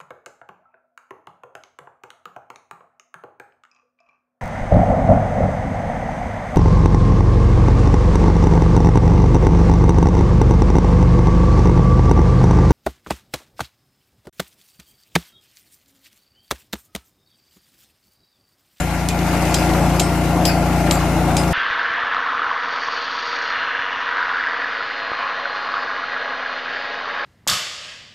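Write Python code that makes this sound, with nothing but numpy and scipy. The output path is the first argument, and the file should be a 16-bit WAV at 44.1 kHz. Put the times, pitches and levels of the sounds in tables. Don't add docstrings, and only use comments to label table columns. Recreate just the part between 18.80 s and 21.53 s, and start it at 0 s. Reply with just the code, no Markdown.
import sys
import numpy as np
from scipy import signal
from scipy.fft import rfft, irfft
from scipy.io import wavfile
from scipy.ndimage import uniform_filter1d

SR = 44100
rng = np.random.default_rng(int(sys.argv[2]) if len(sys.argv) > 2 else 0)


def unload_audio(sound):
    columns = np.transpose(np.atleast_2d(sound))
    steps = np.round(np.clip(columns, -1, 1) * 32767)
    wavfile.write(sys.argv[1], SR, steps.astype(np.int16))


def volts_from_db(level):
    exponent = np.asarray(level, float) / 20
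    return 10 ** exponent


N = 120393
T = np.arange(N) / SR


def evened(x):
    return x / np.sqrt(np.mean(x ** 2) + 1e-20)


def read(points, hz):
    f, value = np.transpose(points)
    return np.interp(np.log(hz + 1), np.log(f + 1), value)


def curve(table, col):
    rows = np.array(table)
    return np.interp(T, rows[:, 0], rows[:, col])


def coloured(x, points):
    hz = np.fft.rfftfreq(x.shape[-1], 1 / SR)
    return irfft(rfft(x) * volts_from_db(read(points, hz)), x.shape[-1])


def drift(hz):
    return evened(coloured(rng.standard_normal(N), [(hz, 0), (4 * hz, -40), (40 * hz, -120)]))


def resonate(x, hz, width):
    r = np.exp(-np.pi * width / SR)
    angle = 2 * np.pi * hz / SR
    ringing = signal.lfilter([1, 0, -1], [1, -2 * r * np.cos(angle), r * r], x)
    return np.sqrt(1 - r) * ringing / (2 * np.sin(angle))


def smoothed(x, first, second, axis=-1):
    return uniform_filter1d(uniform_filter1d(x, size=first, axis=axis), size=second, axis=axis)


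def noise(points, patchy_db, flicker_db):
    frames = N // 128 + 5
    a, b, c, d, patches = rng.standard_normal((frames, 257, 5)).T
    patches = evened(uniform_filter1d(uniform_filter1d(patches, size=6, axis=0), size=20, axis=1))
    flicker = evened(uniform_filter1d(rng.standard_normal(frames), size=3))
    z = np.array([a + 1j * b, c + 1j * d]) * volts_from_db(patchy_db * patches + flicker_db * flicker)
    raw = signal.istft(z, nperseg=512, noverlap=384)[1][:, :N]
    return evened(coloured(raw, points))


def add(mix, s, sound):
    part = mix[..., max(round(s * SR), 0):][..., :sound.shape[-1]]
    part += sound[..., :part.shape[-1]]


CYCLE_HZ = 28.93
TWIN_GAP, PAIR_AT = .375, .56
PUFF_SKEW, SHAFT_LAG = 2.2, 2.1
WAVER_PER_ORDER, WAVER_MAX = .02, .22
# order (multiple of the engine cycle), level_db
ORDER = [(1, -13.5), (2, 0.5), (3, -2), (4, -23), (5, -0.5), (6, 2.5), (7, -26), (8, -9.5), (9, -9),
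         (10, -9.5), (11, -5.5), (12, -14), (13, -12.5), (14, -22.5), (15, -26.5), (16, -20), (17, -23),
         (18, -22), (19, -15.5), (20, -21.5), (21, -16.5), (22, -47.5), (23, -43.5), (24, -10), (25, -30),
         (26, -14.5)]
# start_s, level_db, shading_db (hopper in the way of the upper orders)
NEAR = [
    (0.0, -19, -4.5),
    (0.04, -20.5, -5),
    (0.36, -21, -3),
    (0.39, -21, 2),
    (1.16, -17, -1.5),
    (1.17, -20, 2),
    (2.07, -18, 1),
    (2.2, -18.5, -1.5),
    (2.73, -19, 2.5),
]
# pitch_hz, level_db
WHINE = [
    (1389, -37.5),
    (2026, -45.5),
    (2141, -41),
]


def engine():
    turn = 2 * np.pi * CYCLE_HZ * T
    shade = curve(NEAR, col=2)
    puffs = np.zeros(N)
    for k, db in ORDER:
        side = np.sign(np.cos(np.pi * k * TWIN_GAP))
        waver = min(WAVER_PER_ORDER * k, WAVER_MAX)
        lag = SHAFT_LAG * (k > 7 and k % 2 == 0) + 2 * np.pi * rng.random() * (k > 12)
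        wave = np.cos(k * (turn - 2 * np.pi * PAIR_AT) + PUFF_SKEW - lag + waver * drift(hz=3.))
        level = volts_from_db(db + shade * min(k / 10, 1) ** 2 + 4.3 * waver * drift(hz=1.9))
        puffs += side * level * wave
    out = 1.16 * volts_from_db(curve(NEAR, col=1)) * evened(puffs)
    for hz, db in WHINE:
        level = volts_from_db(db + 1.5 + 1.3 * drift(hz=6.0))
        out += level * np.cos(2 * np.pi * hz * T + .5 * drift(hz=1.9))
    return out


# start_s, belt_level_db, hiss_level_db
LOAD = [
    (0.0, -26, -32.5),
    (0.33, -27, -35),
    (0.49, -22.5, -31),
    (0.73, -23, -30),
    (1.01, -19.5, -31),
    (1.34, -24.5, -32.5),
    (1.58, -22.5, -34),
    (2.03, -22.5, -32),
    (2.55, -21.5, -33),
    (2.73, -24.5, -32.5),
]
# pitch_hz, level_db (per Hz)
RUMBLE = [(18, -33), (30, -11), (113, -6.5), (167, -2), (221, -5), (317, -2.5), (418, -14.5), (718, -19),
          (1500, -16.5), (1950, -30), (3300, -120)]
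# pitch_hz, width_hz, level_db
PLATES = [
    (592, 100, -1.5),
    (721, 79, 9.5),
    (824.5, 27, 1),
    (900, 41, -76),
]
# pitch_hz, level_db (per Hz)
HISS = [(600, -18), (1100, -10), (2100, -7), (2750, -9), (3200, -15.5), (7000, -17.5), (14150, -22),
        (14450, -70)]


def belt():
    load = curve(LOAD, col=1)
    low = noise(RUMBLE, patchy_db=1.1, flicker_db=.6)
    plates = evened(sum(volts_from_db(db) * resonate(low, hz, width) for hz, width, db in PLATES))
    hits = rng.random(N) < 1200. / SR
    grain_level = volts_from_db(2.2 * np.minimum(rng.exponential(1, N), 3))
    grit = hits * grain_level * rng.choice([-1, 1], (2, N))
    hiss = noise(HISS, patchy_db=1.5, flicker_db=0.86) + 0.24 * evened(coloured(grit, HISS))
    return volts_from_db(load - 6.5) * low + volts_from_db(load - 1) * plates + volts_from_db(curve(LOAD, col=2) + 2.5) * hiss


# start_s, pitch_hz, level_db, length_s
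CHIMES = [(0, 7200, -32.5, 0.026), (0, 10600, -41, 0.03), (0.293, 7300, -44, 0.048),
          (0.295, 2470, -33.5, 0.06), (0.743, 7460, -34, 0.037), (.75, 4974, -33, 0.06),
          (0.754, 4400, -46, .03), (1.663, 10800, -38.5, 0.078), (2.571, 10500, -36, 0.04),
          (1.205, 5110, -38, 0.086), (1.195, 7450, -27, .028), (1.207, 8340, -32, .06),
          (1.202, 11200, -33, .015), (1.672, 2510, -30, 0.062), (1.66, 4560, -33.5, 0.091),
          (1.649, 5020, -26.5, 0.068), (1.66, 5216, -36, 0.049), (1.655, 7400, -33, 0.065),
          (1.649, 12170, -32, 0.051), (1.66, 9200, -30, 0.019), (2.11, 7192, -35, .06),
          (2.107, 7650, -29, 0.053), (2.11, 8210, -38, 0.022), (2.113, 4600, -40, 0.1),
          (2.111, 11900, -33, 0.049), (2.575, 5030, -32.5, 0.043), (2.578, 7300, -40.5, .03),
          (2.571, 8200, -36.5, 0.075), (2.58, 8900, -42, .03)]


def chime(start, hz, db, length):
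    t = np.arange(0, .25, 1 / SR)
    shaken = evened(resonate(rng.standard_normal((2, len(t))), hz, 160.))
    tone = np.cos(2 * np.pi * (hz * t + rng.random((2, 1)))) + .75 * shaken
    return start, volts_from_db(db + 1.5) * tone * np.minimum(t / 0.0026, 1) * np.exp(-(t / length) ** 2)


def knock(start, db, hz, decay_s, spread):
    t = np.arange(0, .08, 1 / SR)
    narrow = resonate(rng.standard_normal((2, len(t))), hz, spread * hz)
    puff = evened(resonate(narrow, hz, 2 * spread * hz))
    return start, volts_from_db(db) * puff * np.exp(-t / decay_s) * np.minimum(t / (0.096 * decay_s), 1)


# start_s, level_db, pitch_hz
TICKS = [(0.0044, -13.5, 6800), (0.39, -12, 4470), (0.43, -11, 3050), (0.624, -13, 6320),
         (0.6529, -9.5, 5800), (0.6724, -19, 3800), (0.7236, -18, 3540), (0.7944, -9, 4730),
         (0.8274, -12, 3190), (0.8614, -13, 6480), (0.8914, -12, 3350), (0.9363, -8, 3100),
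         (2.0677, -15, 3210), (2.1544, -16, 6700), (2.6344, -8, 3120)]


def tick(start, db, hz):
    return knock(start, min(db, -13) - 13, hz, decay_s=.003, spread=.7)


CRACK_DB, WASH_DB = -6.5, -3
RATTLE_S, WASH_T60, BODY_T60 = 0.041, .12, .02
BODY_MODES = 45
CENTRED = 0.62
# start_s, crack_level_db, body_level_db, brightness_db (per octave), blow_s
CLACKS = [
    (0.2871, -8, -14, 0.5, 0.0028),
    (0.742, -8.5, -9.5, 0.5, 0.0066),
    (1.1963, -6.5, -10.5, -1, 0.0056),
    (1.6526, -8.5, -13, -1.5, 0.0056),
    (2.11, -5, -15, -2.5, 0.0036),
    (2.567, -7.5, -12.5, -0.5, 0.0032),
]
# pitch_hz, level_db (per Hz)
CRACK = [(1500, -35), (2400, -8.5), (3200, -6), (4200, -5), (5600, -7.5), (7500, -2), (9500, -14),
         (14000, -18)]


def clack(start, db, body_db, bright_db, blow_s):
    t = np.arange(0, .3, 1 / SR)
    colour = [(hz, d + bright_db * np.log2(hz / 5000)) for hz, d in CRACK]
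    burst, shake, wash = rng.standard_normal((3, 2, len(t)))
    lumps = volts_from_db(3.8 * evened(smoothed(rng.standard_normal(len(t)), 20, 12)))
    blow = np.exp(-(t / blow_s) ** 3) * lumps
    crack = evened(coloured(burst, colour)) * blow * np.minimum(t / .0006, 1)

    rattle = lumps * np.exp(-(t / RATTLE_S) ** 2)
    drive = coloured(shake, colour) * (.5 * blow + 0.25 * rattle)
    modes = np.linspace(3000, 12500, BODY_MODES) + rng.uniform(-70, 70, BODY_MODES)
    rings = sum(resonate(drive, hz, 2.2 / BODY_T60) * (-1) ** k for k, hz in enumerate(modes)) / 3
    tail = evened(coloured(wash, colour)) * volts_from_db(WASH_DB - 60 * t / WASH_T60)

    one, other = volts_from_db(db) * (volts_from_db(CRACK_DB) * crack + volts_from_db(body_db) * (rings + tail))
    return start, np.array([one, CENTRED * one + np.sqrt(1 - CENTRED ** 2) * other])


# start_s, level_db, pitch_hz
THUDS = [
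    (0.5294, -6, 950),
    (0.9478, -8, 1180),
    (1.6894, -7.5, 1370),
    (2.0699, -7.5, 1380),
    (2.1144, -6, 950),
    (2.1545, -9, 1120),
    (2.2044, 1, 950),
    (2.2244, -15, 904),
    (2.5012, 6, 910),
    (2.6077, -8, 930),
]


def thud(start, db, hz):
    return knock(start, min(db, -6) - 15, hz, decay_s=.022, spread=.6)


# pitch_hz, likeness (0 to 1)
SAME = [(300, 0.97), (700, 0.97), (1200, 0.92), (2000, 0.69), (5000, 0.26), (9000, 0.13), (14000, 0.043)]
# pitch_hz, left_over_right_db
LEFT = [(60, 2.9), (500, 3), (1200, 3.5), (2500, 3), (5000, 4), (9000, 2.5), (13000, 1)]


def stereo(pair):
    hz = np.fft.rfftfreq(N, 1 / SR)
    same = np.clip(read(SAME, hz), 0, 1)
    tilt = volts_from_db(read(LEFT, hz) / 2)
    a, b = rfft(pair)
    return irfft(np.array([a * tilt, (same * a + np.sqrt(1 - same ** 2) * b) / tilt]), N)


def scene():
    pair = belt()
    pair[0] += engine()
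    for play, events in [(chime, CHIMES), (tick, TICKS), (clack, CLACKS), (thud, THUDS)]:
        for row in events:
            add(pair, *play(*row))
    return stereo(pair)


def top_cut(x):
    return signal.sosfilt(signal.butter(12, 15450, fs=SR, output="sos"), x)


def record(dry):
    limited = 1.285 * np.tanh(dry / 1.32)
    edge = signal.firwin(255, 15000, window=("kaiser", 9), fs=SR)[None]
    mix = signal.oaconvolve(limited, edge, "same")
    return top_cut(mix)


dry = scene()
out = record(dry)
unload_audio(out)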